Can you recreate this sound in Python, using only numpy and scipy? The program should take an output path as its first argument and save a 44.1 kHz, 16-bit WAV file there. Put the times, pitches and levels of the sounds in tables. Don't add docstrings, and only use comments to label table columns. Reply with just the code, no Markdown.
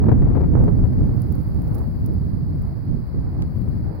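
import sys
import numpy as np
from scipy import signal
from scipy.fft import rfft, irfft, next_fast_len
from scipy.io import wavfile
from scipy.ndimage import uniform_filter1d, minimum_filter1d, map_coordinates

SR = 44100
rng = np.random.default_rng(int(sys.argv[2]) if len(sys.argv) > 2 else 0)


def int16_out(signal):
    q = np.round(np.clip(np.atleast_2d(signal).T, -1, 1) * 32767)
    wavfile.write(sys.argv[1], SR, q.astype(np.int16))


N = 176400
SNAP_S = .0006


def wind(rumble_db=.5, eddy_db=3, lump_db=.68, flutter_db=1.0, tear_db=2):
    # time_s, level_db
    wind_left = [(0.03, -16), (.14, -17.5), (.3, -12.5), (.5, -16), (.58, -16), (.66, -12), (.73, -22.5),
                 (.84, -11.5), (.93, -21), (1.01, -14), (1.22, -24.5), (1.5, -23.5), (1.75, -19.5),
                 (2.08, -21.5), (2.3, -25), (2.38, -24.5), (2.58, -20.5), (2.8, -32), (2.9, -23.5),
                 (3.02, -28.5), (3.16, -22), (3.3, -24.5), (3.4, -20), (3.48, -24), (3.62, -18), (3.9, -22),
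                 (3.99, -29.5)]
    wind_right = [(0.03, -13), (0.22, -11.5), (0.36, -21), (0.55, -11), (0.81, -14.5), (0.86, -22),
                  (0.95, -14), (1.32, -18.5), (1.41, -18.5), (1.44, -24.5), (1.55, -19), (1.76, -22.5),
                  (1.94, -27.5), (2.1, -17.5), (2.43, -20.5), (2.82, -24), (2.95, -16), (3.11, -36),
                  (3.16, -18), (3.31, -25.5), (3.45, -19.5), (3.49, -29.5), (3.82, -23.5), (3.99, -31.5)]
    # time_s, level_db
    eddies_left = [(0, -34), (.14, -32.5), (.18, -55.5), (.3, -35.5), (.42, -33.5), (.5, -48.5),
                   (.66, -32.5), (.74, -61), (.84, -44), (.9, -51), (1.17, -44), (1.3, -66.5), (4, -51.5)]
    eddies_right = [(0.03, -38), (0.51, -45), (0.54, -30.5), (0.72, -36), (0.92, -46.5), (1.01, -39.5),
                    (1.31, -47.5), (1.35, -37), (1.41, -48.5), (1.81, -32.5), (1.91, -50.5), (2.1, -44),
                    (2.57, -50.5), (2.7, -41), (2.81, -54.5), (2.9, -50), (2.99, -55.5), (3.42, -38.5),
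                    (3.46, -51.5), (3.78, -53.5), (3.91, -34.5), (3.99, -41.5)]
    # frequency_hz, gain_db
    gust_colour = [(15, -20.5), (28, -5), (42, -1.5), (75, 0.5), (120, 0), (175, -5), (300, -14),
                   (450, -23.5), (800, -47.5), (1600, -74.5), (4000, -120)]
    calm_colour = [(15, -26.5), (30, -12.5), (58, -0.5), (88, 1), (150, -4), (220, -11.5), (300, -16.5),
                   (480, -34.5), (1600, -78.5), (4000, -120)]
    eddy_colour = [(120, -5), (300, 3), (500, -4), (800, -7.5), (1500, -24.5), (2200, -33.5), (3200, -52),
                   (6000, -70.5), (10000, -100)]
    wind_level = np.array([curve(wind_left), curve(wind_right)])
    eddy_level = np.array([curve(eddies_left), curve(eddies_right)])
    gust = np.clip((wind_level + 21) / 4, 0, 1)
    pressure = np.sqrt(gust) * noise(gust_colour) + np.sqrt(1 - gust) * noise(calm_colour)
    pressure = steadied(pressure, span_s=.13)
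    lumps = wobble(35)
    rumble = unit(pressure * amp(lump_db * lumps)) * amp(wind_level + rumble_db)
    flare = unit(amp(flutter_db * lumps + tear_db * np.clip(pressure, -2, 2)))
    return rumble + turbulence(flare * amp(eddy_level + eddy_db), eddy_colour)


def flaps(gain_db=8, width_s=.0056, rasp_db=4.5):
    # centre_s, level_db, side (-1 left, 1 right)
    strikes = [(0.044, -26, -1), (.065, -28, -1), (0.09, -22, 1), (0.095, -21, -1), (.123, -15, -1),
               (0.224, -27, -1), (.268, -28, -1), (0.356, -28.5, -1), (0.373, -20.5, -1), (0.412, -25, -1),
               (.44, -28.5, -1), (.55, -27.5, 1), (0.572, -18.5, 1), (0.607, -25, 1), (0.634, -31.5, -1),
               (0.682, -26.5, 1), (.685, -25.5, -1), (0.695, -35.5, 1), (0.789, -32.5, -1),
               (0.837, -35.5, -1), (0.857, -30, -1), (0.932, -33.5, -1), (1.016, -35.5, -1),
               (1.361, -38.5, 1), (1.804, -30, 1), (3.149, -40, -1), (3.674, -42.5, -1)]
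    # frequency_hz, gain_db
    flap_colour = [(60, -11), (200, 9.5), (320, 9), (500, 3), (1000, -10), (1500, -20), (2200, -28.5),
                   (3200, -44), (4300, -44.5), (5500, -67), (10000, -100)]
    t, swell = np.arange(N) / SR, np.zeros((2, N))
    for centre_s, level_db, side in strikes:
        swell[int(side > 0)] += amp(level_db + gain_db) * np.exp(-.5 * ((t - centre_s) / width_s) ** 2)
    rasp = unit(amp(rasp_db * wobble(300)))
    return turbulence(swell * rasp, flap_colour)


def thumps(pitch_hz=111, width_s=.0072):
    # centre_s, level_db, side (-1 left, 1 right)
    pushes = [(0.091, -7.5, 1), (0.125, 3, -1), (0.509, -12.5, -1), (0.565, -5, 1), (0.727, -4.5, 1),
              (0.797, -15, 1)]
    t, out = np.arange(N) / SR, np.zeros((2, N))
    for (centre_s, level_db, side), phase in zip(pushes, rng.random(len(pushes))):
        swell = amp(level_db) * np.exp(-.5 * ((t - centre_s) / width_s) ** 2)
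        out[int(side > 0)] += swell * np.cos(2 * np.pi * (pitch_hz * (t - centre_s) + phase))
    return out


def fire():
    # frequency_hz, gain_db
    sizzle_left = [(2000, -5.5), (5000, -17), (6500, -13.5), (7800, -14), (8600, -23), (10200, -9),
                   (13500, -12), (15500, 0)]
    crackle_left = [(2000, -17.5), (5000, -9), (7800, -16.5), (8600, -22.5), (10200, -15), (13500, -13),
                    (15500, -16.5)]
    fire_right = [(2000, -20.5), (4600, -17.5), (5800, -32), (8600, -24.5), (10100, 0.5), (11300, 0.5),
                  (13200, -10.5), (14500, 1), (15600, 4)]
    embers, snaps = sizzle(), crackles()
    left = coloured(embers[0], sizzle_left) + coloured(snaps[0], crackle_left)
    right = coloured(embers[1] + snaps[1], fire_right)
    return np.array([left, right])


def sizzle(gain_db=8, pops_per_s=160, spread_db=3, grain_db=-5):
    # time_s, level_db
    strength = [(0, -73.5), (.3, -70.5), (.7, -67.5), (1.15, -66), (1.35, -62.5), (1.55, -65), (1.78, -62),
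                (1.9, -65.5), (2.5, -68.5), (2.95, -69.5), (3.4, -69.5), (3.65, -66.5), (4, -69.5)]
    pops = (rng.random(N) < pops_per_s / SR) * amp(spread_db * np.minimum(rng.exponential(size=N), 4))
    t = np.arange(SR // 50) / SR
    grain_envelope = unit(signal.fftconvolve(pops, np.exp(-t / SNAP_S))[:N])
    smooth = rng.standard_normal((2, N))
    grains = amp(grain_db) * grain_envelope * rng.standard_normal((2, N))
    return amp(curve(strength) + gain_db) * (smooth + grains)


def crackles(gain_db=4.5, aftersnap_s=.0018, aftersnap_db=-5, scatter_s=.005, scatter_db=-14.5):
    # start_s, level_db, pan_db (left minus right)
    splits = [(.078, -53, -4), (0.117, -45.5, -3.5), (.189, -47.5, -2), (.208, -51.5, -3),
              (.639, -41.5, -3), (1.066, -48.5, 1), (1.207, -45, -1.5), (1.219, -34, -0.5),
              (1.324, -35.5, -0.5), (1.353, -39.5, -3), (1.545, -43, -0.5), (1.620, -44, -2.5),
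              (1.679, -44, 1.5), (1.746, -35, 2), (1.752, -37.5, -3.5), (1.783, -37, -0.5), (1.789, -41, 0),
              (2.061, -33, -2), (2.241, -48.5, 12.5), (2.620, -43.5, -8)]
    power, t = np.zeros((2, N + SR)), np.arange(SR // 20) / SR
    snap = np.exp(-t / SNAP_S) + amp(scatter_db) * np.exp(-t / scatter_s)
    for (start_s, level_db, pan_db), chance in zip(splits, rng.random(len(splits))):
        for delay_s, drop_db in (0, 0), (aftersnap_s * (.5 + chance), aftersnap_db):
            start = round((start_s + delay_s) * SR)
            envelope = amp(level_db + drop_db + gain_db) * panned(pan_db) * snap
            power[:, start:start + len(t)] += envelope ** 2
    return np.sqrt(power[:, :N]) * rng.standard_normal((2, N))


def tick(start_s=3.4233, level_db=-19.5, decay_s=.00035, right_db=-3):
    t = (np.arange(N) - round(start_s * SR)) / SR
    pulse = amp(level_db) * (t >= 0) * np.exp(-np.abs(t) / decay_s)
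    return pulse * np.array([[-1], [amp(right_db)]])


def field_rush(gain_db=-49, sway_db=1.04):
    # time_s, level_db
    strength = [(0, 5.5), (1.3, 2), (1.75, 1), (2.3, 0.5), (3, 0.5), (4, 2)]
    # frequency_hz, gain_db
    rush_colour = [(150, -7.5), (500, 5), (1000, -3), (1500, -10.5), (2100, -15), (2900, -30.5),
                   (4800, -41.5), (6000, -48), (12000, -57)]
    return amp(gain_db + curve(strength) + sway_db * wobble(6.1)) * noise(rush_colour)


def narrow_hiss(gain_db=-67.5, pan_db=20):
    # time_s, level_db
    strength = [(0, -4), (.5, -1.5), (1.2, 2), (2, 1), (3, 0.5), (4, 1.5)]
    # frequency_hz, gain_db
    hiss_colour = [(2500, -21), (3750, -14.5), (4150, -0.5), (4600, 2.5), (5100, -2), (5500, -26),
                   (9000, -30), (14000, -49.5)]
    return amp(gain_db + curve(strength)) * noise(hiss_colour) * panned(pan_db)


def turbulence(envelope, colour):
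    # frequency_hz, gain_db
    right_port = [(1500, -1.5), (2500, -4.5), (3500, -12), (5000, -19)]
    white = rng.standard_normal((2, N))
    left, right = coloured(white * envelope, colour) / np.std(coloured(white, colour))
    return np.array([left, coloured(right, right_port)])


def amp(db):
    return 10 ** (np.asarray(db) / 20)


def unit(x):
    return x / np.sqrt(np.mean(x ** 2) + 1e-20)


def curve(points):
    return np.interp(np.arange(N) / SR, *np.transpose(points))


def wobble(knots_per_s):
    position = np.arange(N) * knots_per_s / SR
    knots = rng.standard_normal((2, 2048))
    return np.array([map_coordinates(side, [position], mode="wrap") for side in knots])


def filtered(x, response):
    size = next_fast_len(N + SR // 2)
    return irfft(rfft(x, size) * response(np.fft.rfftfreq(size, 1 / SR)), size)[..., :N]


def coloured(x, colour):
    points_hz, gain_db = np.transpose(colour)
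    return filtered(x, lambda hz: amp(np.interp(np.log(hz + 1), np.log(points_hz + 1), gain_db)))


def noise(colour):
    return unit(coloured(rng.standard_normal((2, N)), colour))


def panned(pan_db):
    gains = amp([[pan_db / 2], [-pan_db / 2]])
    return unit(gains)


def steadied(x, span_s):
    power = uniform_filter1d(x ** 2, int(span_s * SR), axis=-1)
    return x / np.sqrt(np.abs(power) + 1e-6)


def scene():
    return wind() + flaps() + thumps() + field_rush() + narrow_hiss() + fire() + tick()


def record(dry):
    ceiling, window, top_hz = .83, int(.012 * SR), 15850
    gain = ceiling / np.maximum(np.abs(dry), ceiling)
    held_gain = minimum_filter1d(gain, window, axis=-1)
    limited = dry * uniform_filter1d(held_gain, window, axis=-1)
    return filtered(limited, lambda hz: hz < top_hz)


dry = scene()
out = record(dry)
int16_out(out)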